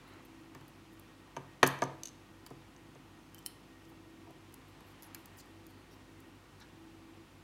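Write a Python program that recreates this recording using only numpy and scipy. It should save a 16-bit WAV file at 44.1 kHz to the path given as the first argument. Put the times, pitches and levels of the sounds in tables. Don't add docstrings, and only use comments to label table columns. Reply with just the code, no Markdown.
import sys
import numpy as np
from scipy import signal
from scipy.io import wavfile
from scipy.ndimage import uniform_filter1d

SR = 44100
rng = np.random.default_rng(int(sys.argv[2]) if len(sys.argv) > 2 else 0)


def generate_wav(signal):
    frames = np.transpose(np.atleast_2d(signal))
    scaled = np.clip(frames, -1, 1) * 32767
    pcm = np.round(scaled).astype(np.int16)
    wavfile.write(sys.argv[1], SR, pcm)


def volts(x):
    e = np.asarray(x, float) / 20
    return 10 ** e


N = 327663


def evened(x):
    return x / np.sqrt(np.mean(x ** 2) + 1e-20)


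def peaked(x, db):
    return volts(db) * x / np.abs(x).max()


def read(points, hz):
    f, value = np.transpose(points)
    return np.interp(np.log(hz + 1), np.log(f + 1), value)


def add(mix, start_s, sound):
    part = mix[round(start_s * SR):][:len(sound)]
    part += sound[:len(part)]


def band(x, low_hz, high_hz):
    return signal.sosfilt(signal.butter(2, [low_hz, high_hz], "band", fs=SR, output="sos"), x)


def resonate(x, hz, width_hz):
    turn = np.exp(2j * np.pi * hz * np.arange(len(x)) / SR)
    r = np.exp(-np.pi * width_hz / SR)
    return 2 * (turn * signal.lfilter([1 - r], [1, -r], x / turn)).real


def resonate_twice(x, hz, width_hz):
    return resonate(resonate(x, hz, width_hz), hz, width_hz)


def swelling(x, rise_s):
    return x * (1 - np.exp(-np.arange(len(x)) / SR / rise_s))


def ring(modes, tilt_db, pivot_hz, scatter_db, length_s):
    hz, db, t60_s = np.transpose(modes)[:, :, None]
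    t = np.arange(round(length_s * SR)) / SR
    strength, sign = rng.standard_normal((2, len(modes), 1))
    db = db + tilt_db * np.log2(hz / pivot_hz) / 3 + scatter_db * strength
    return (np.sign(sign) * volts(db - 60 * t / t60_s) * np.sin(2 * np.pi * hz * t)).sum(0)


def contact(rise_s, t60_s):
    t = np.arange(900) / SR
    return swelling(rng.standard_normal(900), rise_s) * volts(-60 * t / t60_s)


def slide(length_s, db, hz, width_hz):
    count = round(length_s * SR)
    slips = rng.standard_normal((6, count))
    flares = evened(uniform_filter1d(rng.standard_normal((6, count)), 200, axis=1))
    slips = slips * volts(3.5 * flares)
    spread = np.linspace(-.6, .6, 6) + 0.18 * rng.standard_normal(6)
    places = np.clip(hz + width_hz * spread, 200, 15600)
    rub = sum(evened(resonate_twice(x, f, width_hz / 3.7)) for x, f in zip(slips, places))
    return volts(db) * evened(rub) * signal.windows.tukey(count, .5)


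def mains_and_motor():
    mains_hz = 50.03
    # multiple of the mains, level in dB rms
    harmonics = [(1, -70), (2, -68.5), (3, -72.5), (4, -79), (6, -76), (10, -77), (14, -82), (30, -85)]
    # time in seconds, turns lost against twice the mains, level in dB rms
    slip = [(0, .43, -74), (1, 4.96, -72), (4, 17.88, -71), (5.6, 25.15, -65.5), (7.43, 34.25, -70)]
    t = np.arange(N) / SR
    mains = np.zeros(N)
    for n, db in harmonics:
        phase = (n != 2) * rng.random()
        mains += volts(db) * np.cos(2 * np.pi * (n * mains_hz * t + phase))
    s, lost, motor_db = np.transpose(slip)
    turns = 2 * mains_hz * t - np.interp(t, s, lost)
    motor = volts(np.interp(t, s, motor_db)) * np.cos(2 * np.pi * turns)
    return np.sqrt(2) * (mains + motor)


def fan():
    # frequency in Hz, steady level in dB rms, wavering width in Hz, wavering level in dB rms
    tones = [(59.5, -89, 30, -80.5), (263.7, -70.5, 13, -72.5), (327, -66.5, 4, -67.5),
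             (376.7, -84, 30, -82.5), (1870, -92, 26, -77), (1160, -83, 4.4, -86.5)]
    t = np.arange(N) / SR
    noise = rng.standard_normal(N)
    out = np.zeros(N)
    for hz, steady_db, width_hz, waver_db in tones:
        out += np.sqrt(2) * volts(steady_db) * np.cos(2 * np.pi * (hz * t + rng.random()))
        out += volts(waver_db) * evened(resonate_twice(noise, hz, width_hz))
    return out


def air():
    # frequency in Hz, relative density in dB per Hz
    air_density = [(21, -37), (35, -22), (102, -4.5), (194, -4.5), (332, -1.5), (429, -10), (614, -14),
                   (856, -10.5), (1290, -13), (1580, -16.5), (2710, -17), (4630, -24.5), (11000, -32.5),
                   (15800, -37)]
    # time in seconds, level in dB
    air_swell = [(0, -61), (.5, -63), (3.6, -63.5), (4.2, -64), (5.1, -60), (5.6, -63), (7.43, -63.5)]
    gain_db, hiss_edge_hz = 4.0, 15850
    count, hz = N // 512 + 5, np.fft.rfftfreq(2048, 1 / SR)
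    real, imag, patches = rng.standard_normal((count, 1025, 3)).T
    patches = evened(uniform_filter1d(uniform_filter1d(patches, 20, 0), 8, 1))
    swell_db = np.interp(np.arange(count) * 512 / SR, *np.transpose(air_swell))
    share = np.exp(-(np.log2(hz / 1500 + 1e-9) / 1.9) ** 2)[:, None]
    db = read(air_density, hz)[:, None] + 0.6 * patches + share * (swell_db - swell_db.mean())
    z = (real + 1j * imag) * volts(db) * (hz < hiss_edge_hz)[:, None]
    hiss = signal.istft(z, nperseg=2048, noverlap=1536)[1][:N]
    return volts(swell_db.mean() + gain_db) * evened(hiss)


def room(x):
    # frequency in Hz, t60 in seconds
    decay = [(130, 0.85), (300, 0.63), (1000, 0.47), (3000, 0.55), (8000, 0.49), (16000, 0.21)]
    # frequency in Hz, tail level in dB
    wet = [(250, -2.5), (500, -8), (1200, -2.5), (2300, -5), (4000, -5), (6300, -14.5), (9000, -11.5),
           (15600, -13), (16000, -45)]
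    early_db, early_s = 14, 0.0069
    taps = np.zeros(SR)
    at = np.arange(50, SR - 20, 20)
    strength = volts(early_db * np.exp(-at / SR / early_s))
    taps[at + rng.integers(0, 20, len(at))] = rng.choice([-1., 1.], len(at)) * strength
    hz, t, z = signal.stft(taps, SR, nperseg=128)
    z = z * volts(-60 * t / read(decay, hz)[:, None])
    z = z / np.linalg.norm(z, axis=1, keepdims=True)
    flat = signal.istft(z, SR, nperseg=128)[1]
    tail = signal.istft(z * volts(read(wet, hz))[:, None], SR, nperseg=128)[1] / np.linalg.norm(flat)
    return signal.fftconvolve(x, tail)[:N]


def echo(x):
    shift_hz = 40
    sway = 2 * np.pi * shift_hz * np.arange(N) / SR
    return room(x * np.cos(sway)) + room(x * np.sin(sway))


def sleeve():
    # start in seconds, length in seconds, level in dB rms, centre in Hz, width in Hz
    slides = [
        (.001, .25, -65, 1300, 1200),
        (.001, .24, -75, 4100, 500),
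        (5.66, .19, -77, 4350, 600),
        (6.601, .06, -66, 1400, 1600),
    ]
    out = np.zeros(N)
    for s, *row in slides:
        add(out, s, slide(*row))
    return out


def boom(db, tilt_db):
    # frequency in Hz, level in dB, t60 in seconds
    desk_modes = [(116, -10, 0.28), (137.2, -4, 0.49), (176.7, -10.5, 0.29), (263, -2.5, 0.23),
                  (308, -12, 0.25), (375.3, -1, 0.15), (490, -10, 0.2)]
    return peaked(swelling(ring(desk_modes, tilt_db, 256, 0.31, .6), 0.0014), db)


def knock(db, sharp_db):
    # frequency in Hz, level in dB, t60 in seconds
    tray_modes = [(450, -10, 0.055), (554, -12.5, 0.04), (676, -9, 0.039), (705, -6, 0.03), (925, 0, 0.032),
                  (1030, -1, 0.013), (1201, -3, 0.038), (1255, -19.5, 0.032), (1500, -4.5, 0.014),
                  (1692, 2, 0.0095), (1790, -9, 0.021), (2060, -8, 0.0088), (2290, -7.5, 0.022),
                  (2630, -5, 0.0091), (3030, -3, 0.0075), (3620, -12, 0.0071), (4400, -1, 0.0027),
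                  (4870, -14, 0.0089)]
    return peaked(swelling(ring(tray_modes, sharp_db, 1000, 0.79, .1), 0.00017), db)


def blows():
    # start in seconds, peak in dB, sharpness in dB, rebound loss in dB, desk boom in dB
    hits = [
        (.55, -43, -2, -1.5, -47),
        (.611, -53, 0, -3, -53),
        (1.3699, -28.5, -19, 16, -36.5),
        (1.6304, -7.5, 1, 2, -20.5),
        (1.8217, -20.5, -11, 4.5, -26.5),
        (2.507, -44.5, -20, -1, -44),
        (2.955, -48, -23, 18, -50.5),
        (3.918, -53, -18, 13, -54),
        (4.291, -60, -9, 15, -54),
    ]
    rebound_s, rebound_dull_db = .0042, 3
    settle_s, settle_db = .012, 16
    boom_tilt_db, boom_tilt_share = 14, .4
    tray, desk = np.zeros((2, N))
    for s, db, sharp_db, loss_db, boom_db in hits:
        add(tray, s, knock(db, sharp_db))
        add(tray, s + rebound_s, knock(db - loss_db, sharp_db - rebound_dull_db))
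        add(tray, s + settle_s, knock(db - settle_db, sharp_db))
        add(desk, s, boom(boom_db, boom_tilt_db + boom_tilt_share * db))
    return tray, desk


def touches():
    # start in seconds, peak in dB, sharpness in dB
    taps = [(1.3656, -32, 1), (1.629, -16.5, -4), (1.640, -23, 13.5), (2.465, -44.5, 11),
            (2.517, -47.5, -27), (3.461, -48, 10), (4.273, -55, -13), (4.309, -68, -16), (4.808, -48, -10),
            (5.147, -39.5, 34), (6.291, -65, -9)]
    out = np.zeros(N)
    for s, *row in taps:
        add(out, s, knock(*row))
    return out


def rattle(db, bright_db):
    # frequency in Hz, level in dB, t60 in seconds
    cylinder_modes = [(2500, -19, 0.0051), (2940, -24.5, 0.022), (3620, -15.5, 0.0055), (4600, -3, 0.0028),
                      (5540, -7.5, 0.0045), (6170, -3, 0.0079), (6640, -13.5, 0.015), (7450, -3.5, 0.0021)]
    bore = swelling(ring(cylinder_modes, 0, 6300, 0.53, .05), 0.00037)
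    force = np.r_[contact(.0004, .009), np.zeros(len(bore) - 900)]
    crack = band(force, 7600, 12500)
    return peaked(peaked(bore, 0) + peaked(crack, bright_db + 7), db)


def bouncing(db, flight_s, loss_db, bright_db, spring=1, count=3):
    dulling_db = 0.5
    out = np.zeros(SR // 5)
    flights_s = flight_s * spring ** np.arange(count - 1)
    for k, at_s in enumerate(np.r_[0, np.cumsum(flights_s)]):
        add(out, at_s, rattle(db - k * loss_db, bright_db - k * dulling_db))
    return out


def loose_pins():
    # start in seconds, peak in dB, first flight in seconds, loss per bounce in dB, crack in dB
    bounces = [(1.3656, -39, 0.0062, 9, -18), (1.6306, -18, 0.0042, 16, -13.5),
               (1.6398, -25, .0107, 11, -18), (1.6634, -29, .0035, 17, -11), (1.6664, -24, .0213, 12, -16),
               (1.693, -47, .0095, 1, -16), (1.7892, -45, .01, 20, -13), (1.8202, -30, 0.0091, 5, -16),
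               (1.8381, -31.5, .015, 20, -13), (2.055, -35, 0.0054, 9, -19), (2.7638, -50.5, .01, 20, -29),
               (2.95, -53, .01, 20, -24), (3.426, -55, .01, 20, -16)]
    out = np.zeros(N)
    for s, *row in bounces:
        add(out, s, bouncing(*row))
    drop = bouncing(-28.5, flight_s=.0232, loss_db=4, bright_db=-16, spring=.665, count=5)
    add(out, 2.0341, drop)
    return out


def scrapes():
    # start in seconds, length in seconds, level in dB rms, centre in Hz, width in Hz
    rubs = [(2.461, .01, -60, 4600, 210), (5.149, 0.0095, -57, 2450, 370),
            (4.257, 0.065, -60.5, 685, 366.7), (5.033, .015, -65, 5600, 1000),
            (5.375, 0.046, -60.5, 6500, 3287), (5.397, .0121, -62, 4400, 400),
            (5.906, 0.047, -69, 5157, 1500), (6.599, 0.038, -58.5, 2500, 4200),
            (6.598, .012, -65, 9000, 7000), (5.024, 0.057, -65, 11000, 900),
            (5.146, 0.0054, -52, 4600, 600)]
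    out = np.zeros(N)
    for s, *row in rubs:
        add(out, s, slide(*row))
    return out


def brushes():
    # start in seconds, length in seconds, level in dB rms
    strokes = [(.072, 0.033, -72), (.248, .014, -65), (.92, .03, -74), (3.882, .026, -72),
               (4.67, .043, -76), (4.85, 0.093, -74), (5.023, .035, -68), (5.155, .08, -75),
               (5.364, 0.05, -62), (5.691, .026, -71), (5.905, 0.049, -74), (.687, .008, -70)]
    out = np.zeros(N)
    for s, *row in strokes:
        add(out, s, slide(*row, hz=12300, width_hz=4600))
    return out


def tick(db, tip_hz, body_db, t60_s, tine_db):
    shank_hz, tine_hz, tine_t60_s = 5000, 3080, .065
    force = np.r_[contact(.0003, .9 * t60_s), np.zeros(3000)]
    body = band(force, 5300, 8300) + 1.3 * resonate(force, shank_hz, 600)
    crack = band(force, 6960, 14400) + volts(body_db - 4.5) * body
    tips = resonate(force, tip_hz, 1150)
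    tine = resonate(force, tine_hz, 2.2 / tine_t60_s)
    return peaked(peaked(crack, 0) + peaked(tips, -6.5) + peaked(tine, tine_db), db)


def tweezers():
    # start in seconds, peak in dB, loudest ring in Hz, body under the crack in dB
    ticks = [(.1363, -56, 7100, 6), (0.5483, -47, 5800, 7), (0.6097, -54, 5900, 6),
             (.6804, -49.5, 12300, -10), (0.996, -46, 10700, -3), (1.6728, -22, 12000, -15),
             (1.675, -24.5, 9600, -1), (2.4635, -41, 12200, 5), (2.4708, -47, 9200, -1),
             (2.5038, -52, 10200, 18), (3.4565, -50, 11000, -4), (3.467, -35, 11100, -9),
             (3.471, -40, 12300, 2), (3.8512, -56, 5600, 16), (4.3073, -57, 12500, 0),
             (4.5239, -53, 12300, 12), (4.5407, -41, 11100, 3), (4.8063, -53, 10700, 15),
             (5.0232, -40.5, 10900, 5), (5.031, -43, 11300, 0), (5.1468, -29, 11600, 7),
             (5.1903, -56, 12300, 1), (5.2573, -43.5, 11700, 3), (5.4586, -60, 10800, -8),
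             (5.6665, -43.5, 13800, 2), (6.203, -50.5, 10800, -8)]
    # start in seconds, peak in dB, loudest ring in Hz, body in dB, tine ring in dB
    plucks = [
        (3.3458, -37.5, 12200, 3, -15),
        (3.3786, -54, 6700, 18, -12),
        (3.3825, -46, 5900, 6, -7),
        (3.3894, -44, 14100, 3, -18),
        (3.4619, -23, 5240, -8, -18.5),
    ]
    out = np.zeros(N)
    for s, *row in ticks:
        add(out, s, tick(*row, t60_s=0.013, tine_db=-47))
    for s, db, tip_hz, body_db, tine_db in plucks:
        add(out, s, tick(db, tip_hz, body_db, 0.0067, tine_db))
    return out


def scene():
    background = mains_and_motor() + fan() + air()
    tray, booms = blows()
    desk = sleeve() + tray + touches() + loose_pins() + scrapes() + brushes() + tweezers()
    bass_cut = signal.butter(4, 83, "high", fs=SR, output="sos")
    desk, booms = signal.sosfilt(bass_cut, [desk, booms])
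    return (desk + booms + echo(desk) + background)[None]


def roll_off(x):
    return signal.sosfilt(signal.butter(12, 17000, fs=SR, output="sos"), x)


def record(dry):
    edge_hz = 16700
    lowpass = signal.firwin(511, edge_hz, window=("kaiser", 9), fs=SR)
    limited = signal.oaconvolve(dry, lowpass[None], "same")
    return roll_off(limited)


dry = scene()
out = record(dry)
generate_wav(out)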